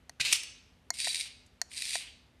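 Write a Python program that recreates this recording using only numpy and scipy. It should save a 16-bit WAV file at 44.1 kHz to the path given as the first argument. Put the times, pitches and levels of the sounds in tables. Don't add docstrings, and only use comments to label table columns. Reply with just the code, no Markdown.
import sys
import numpy as np
from scipy import signal
from scipy.fft import rfft, irfft
from scipy.io import wavfile
from scipy.ndimage import uniform_filter1d

SR = 44100
rng = np.random.default_rng(int(sys.argv[2]) if len(sys.argv) > 2 else 0)


def dump_mix(stems):
    frames = np.atleast_2d(stems).T
    limited = np.clip(frames, -1, 1)
    pcm = np.round(limited * 32767).astype(np.int16)
    wavfile.write(sys.argv[1], SR, pcm)


N = 105840
TIME = np.arange(N) / SR
BIN_HZ = np.arange(N // 2 + 1) * SR / N


def from_db(db):
    return 10 ** (np.asarray(db) / 20)


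def rms_one(x):
    return x / np.sqrt(np.mean(x ** 2) + 1e-20)


def at_hz(points, hz):
    freqs, values = np.transpose(points)
    return np.interp(np.log(np.maximum(hz, 1)), np.log(freqs), values)


def level(curve):
    times, db = np.transpose(curve)
    return from_db(np.interp(TIME, times, db)) * (TIME >= times[0]) * (TIME <= times[-1])


def colour(x, spectrum):
    gain = rms_one(from_db(at_hz(spectrum, BIN_HZ)))
    cepstrum = irfft(np.log(gain), N)
    cepstrum[1:N // 2] *= 2
    cepstrum[N // 2 + 1:] = 0
    impulse = irfft(np.exp(rfft(cepstrum)), N)[:N // 10]
    return signal.fftconvolve(x, impulse)[:N]


def decay(start, t60):
    return (TIME >= start) * from_db(-60 * np.clip((TIME - start) / t60, 0, 4))


def ring(start, hz, db, t60):
    return from_db(db) * decay(start, t60) * np.sin(2 * np.pi * hz * (TIME - start))


def strike(modes, start, db):
    return sum((-1) ** k * ring(start, hz, db + mode_db, t60)
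               for k, (hz, mode_db, t60) in enumerate(modes))


def bursts(rows, attack_s=1 / SR):
    power = sum((from_db(db) * decay(start, t60)) ** 2 for start, db, t60 in rows)
    lag = np.exp(-1 / (attack_s * SR))
    return np.sqrt(signal.lfilter([1 - lag], [1, -lag], power)) * rng.standard_normal(N)


def background():
    # (frequency [Hz], relative level [dB])
    spectrum = [(25, -27.5), (45, -6), (65, 0.5), (110, -7), (400, -17), (1200, -24), (3000, -25.5),
                (5000, -34.5), (13000, -42.5)]
    air_db, hum_db, hum_hz = -64, -73.5, 250.5
    air = from_db(air_db) * colour(rng.standard_normal(N), spectrum)
    return air + from_db(hum_db) * np.sin(2 * np.pi * hum_hz * TIME)


def room(x):
    # (frequency [Hz], t60 [s])
    decay_times = [(300, 1), (2500, 0.6), (5000, 0.64), (9000, 0.39), (13000, 0.26)]
    delay_s, wall_cut_hz = .00508, 9700
    white = rfft(rng.standard_normal(N))
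    edges_hz = np.geomspace(100, 16000, 24)
    tail = 0
    for low, high in zip(edges_hz, edges_hz[1:]):
        band = irfft(white * (BIN_HZ >= low) * (BIN_HZ < high), N)
        tail += band * decay(delay_s, at_hz(decay_times, np.sqrt(low * high)))
    response = rfft(tail)
    power = uniform_filter1d(np.abs(response) ** 2, size=240)
    flat_tail = irfft(response / np.sqrt(power + power.mean() / 20), N)[:N // 2]
    dull = signal.sosfilt(signal.butter(1, wall_cut_hz, fs=SR, output="sos"), x)
    return signal.fftconvolve(dull, flat_tail / np.sqrt(np.sum(flat_tail ** 2)))[:N]


def button():
    # (time [s], snap gain [dB], ping [dB], case gain [dB], crack [dB], notch depth [0-1])
    clicks = [(0.095, -23, -42.5, -10.5, -39, 0.01), (.9042, 3.5, -21.5, 2.5, -24.5, .9),
              (1.0716, -18, -43, 4.5, -27.5, 0), (1.6157, 0.5, -20.5, 0, -23.5, 0.04),
              (1.9547, -5, -35, 5.5, -36, 0.04)]
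    # (frequency [Hz], level [dB], t60 [s])
    snap_modes = [(5700, -22.5, 0.0071), (6320, -22.5, 0.0069), (6890, -24, 0.0091), (8720, -31, 0.0072)]
    # (frequency [Hz], level [dB], t60 [s])
    case_modes = [(697, -35.5, 0.027), (1028, -43.5, .021), (1400, -46.5, .014), (1900, -30.5, 0.015)]
    # (frequency [Hz], relative level [dB])
    crack_colour = [(400, -14), (950, -7), (1250, -12.5), (1900, -2), (3000, -9), (4400, -3), (6300, 2.5),
                    (8500, -6), (13000, -15.5)]
    crack_t60_s, knock_delay_s = .015, .00045
    notch = signal.butter(4, (2150, 4150), "bandstop", fs=SR, output="sos")
    out = 0
    for start, snap_db, ping_db, case_db, crack_db, notch_depth in clicks:
        crack = colour(bursts([(start, crack_db, crack_t60_s)]), crack_colour)
        spring_ping = ring(start, hz=4386, db=ping_db, t60=.019)
        snap = strike(snap_modes, start, snap_db)
        knock = strike(case_modes, start + knock_delay_s, case_db)
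        click = crack + spring_ping - snap + knock
        notched = signal.sosfilt(notch, click) + ring(start, hz=2130, db=-42, t60=.099)
        out += (1 - notch_depth) * click + notch_depth * notched
    return out


def singing_shell():
    # (time [s], level [dB])
    strain = [(1.0, -44), (1.045, -40.5), (1.09, -39.5), (1.113, -33.5), (1.125, -51)]
    width_hz = 170

    def resonance(hz, db):
        b, a = signal.iirpeak(hz, hz / width_hz, fs=SR)
        band = signal.lfilter(b, a, rng.standard_normal(N))
        return from_db(db) * rms_one(signal.lfilter(b, a, band))
    return level(strain) * rms_one(resonance(hz=3930, db=-1.5) + resonance(hz=4600, db=-2.5))


def toy_snake():
    # (time [s], level [dB])
    runs = [
        [(.934, -49), (.94, -36.5), (.965, -40.5), (1.0, -33), (1.075, -28), (1.13, -33), (1.21, -32),
         (1.28, -45)],
        [(1.695, -62), (1.715, -43), (1.74, -41), (1.775, -35), (1.87, -32), (1.95, -30), (1.985, -34.5),
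         (2.04, -46), (2.11, -90)],
    ]
    # (time [s], level [dB])
    joint_hits = [(0.987, -30), (0.993, -31), (1.0014, -22.5), (1.0092, -30), (1.0138, -26.5), (1.022, -31),
                  (1.0446, -24.5), (1.052, -28), (1.081, -25.5), (1.0905, -29), (1.131, -32),
                  (1.145, -23.5), (1.156, -26.5), (1.1674, -29.5), (1.196, -34), (1.201, -27.5),
                  (1.209, -25), (1.214, -35), (1.7657, -36), (1.772, -29.5), (1.7779, -30), (1.786, -34),
                  (1.8205, -23), (1.853, -29), (1.8926, -30.5), (1.9061, -28), (1.9284, -37), (1.9332, -29),
                  (1.938, -26), (1.946, -26), (1.9543, -25.5), (1.966, -29.5)]
    # (frequency [Hz], relative level [dB])
    shell_colour = [(300, -33), (1300, -34.5), (1700, -14.5), (2100, -4.5), (2450, 0.5), (3050, -10),
                    (3550, -2.5), (3930, 2), (4250, -3.5), (4700, 1.5), (5300, -5), (6200, -10), (7800, -9),
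                    (8500, 0), (9250, -3.5), (10200, -15), (13000, -29.5)]
    # (frequency [Hz], relative level [dB])
    wheel_colour = [(300, -25), (1300, -23), (1700, -15.5), (2100, -5.5), (2450, -5), (3050, -5.5),
                    (3600, -4), (3950, -2), (4250, -1.5), (4700, -1.5), (5300, -5.5), (6200, -8.5),
                    (7800, -7.5), (8500, -3), (9250, -3), (10200, -11), (13000, -20)]
    # (time [s], level [dB], t60 [s])
    scuffs = [(1.255, -47, 0.19), (1.7155, -43.5, 0.019), (2.008, -46, 0.33), (2.068, -48.5, 0.19)]
    # (frequency [Hz], relative level [dB])
    scuff_colour = [(300, -18.5), (1400, -17.5), (2500, 1), (3200, 1), (4500, -18), (12000, -32)]
    ticks_per_s, tick_jitter, clack_t60_s = 145, .28, .016
    rattle_db, whirr_db = -10.5, -10
    drive = sum(level(run) for run in runs)
    gaps_s = np.exp(tick_jitter * rng.standard_normal(SR // 20)) / ticks_per_s
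    ticks = np.histogram(np.cumsum(gaps_s), N, (0, N / SR))[0]
    tick_envelope = signal.fftconvolve(ticks, decay(0, t60=.012))[:N]
    rattle = from_db(rattle_db) * drive * rms_one(tick_envelope * rng.standard_normal(N))
    clacks = bursts([(start, db, clack_t60_s) for start, db in joint_hits], attack_s=.00062)
    whirr = colour(from_db(whirr_db) * drive * rng.standard_normal(N), wheel_colour)
    shell = singing_shell() + colour(rattle + clacks, shell_colour)
    return whirr + shell + colour(bursts(scuffs), scuff_colour)


def cat_hiss():
    # (time [s], frequency [Hz], level [dB], t60 [s])
    puff_modes = [(.1995, 1597, -33, 0.041), (.1995, 1980, -36.5, 0.086), (0.203, 124, -44, 0.082)]
    # (time [s], level [dB])
    breath = [(.197, -57.5), (.201, -32.5), (.212, -24), (.225, -36.5), (.240, -42), (.252, -28.5),
              (.285, -32), (.311, -35), (.318, -30), (.335, -30), (.36, -31), (.395, -59.5)]
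    # (frequency [Hz], relative level [dB])
    narrow_mouth = [(200, -26), (1300, -22.5), (1900, -10), (2550, 3), (3300, -6.5), (4000, -0.5),
                    (5500, -10), (9000, -12), (11000, -22), (13000, -25)]
    # (frequency [Hz], relative level [dB])
    wide_mouth = [(200, -25.5), (600, -21.5), (1000, -12), (1700, -12), (2450, 3), (3150, 1.5), (3750, 0),
                  (4600, 0), (5700, 1.5), (7200, -3.5), (9700, -1), (10600, -13), (13000, -13.5)]
    # (time [s], level [dB], t60 [s])
    spits = [(.3264, -12.5, 0.0084), (.3292, -13, 0.024), (.3326, -17, 0.0098), (.4335, -35, 0.029)]
    opens_at_s, opening_s = .3164, .02
    air = level(breath) * rng.standard_normal(N)
    wide = np.clip((TIME - opens_at_s) / opening_s + .5, 0, 1)
    puff = sum(ring(*mode) for mode in puff_modes)
    return puff + colour(air * (1 - wide), narrow_mouth) + colour(air * wide + bursts(spits), wide_mouth)


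def cat_claw():
    # (time [s], level [dB], t60 [s])
    tick = [(1.463, -59.5, 0.0432)]
    # (frequency [Hz], relative level [dB])
    tick_colour = [(1000, -21), (8000, -3), (13000, -23)]
    return colour(bursts(tick), tick_colour)


def scene():
    cat_room_db, toy_room_db, button_room_db = -11, -11, -24.5
    cat, toy, clicks = cat_hiss() + cat_claw(), toy_snake(), button()
    echo = room(from_db(cat_room_db) * cat + from_db(toy_room_db) * toy + from_db(button_room_db) * clicks)
    return (background() + echo + clicks + toy + cat)[None]


def record(dry):
    peak_limit, cutoff_hz = .34, 13050
    rounded = dry / (1 + (dry / peak_limit) ** 6) ** (1 / 6)
    return signal.sosfilt(signal.ellip(10, .1, 70, cutoff_hz, fs=SR, output="sos"), rounded)


dry = scene()
out = record(dry)
dump_mix(out)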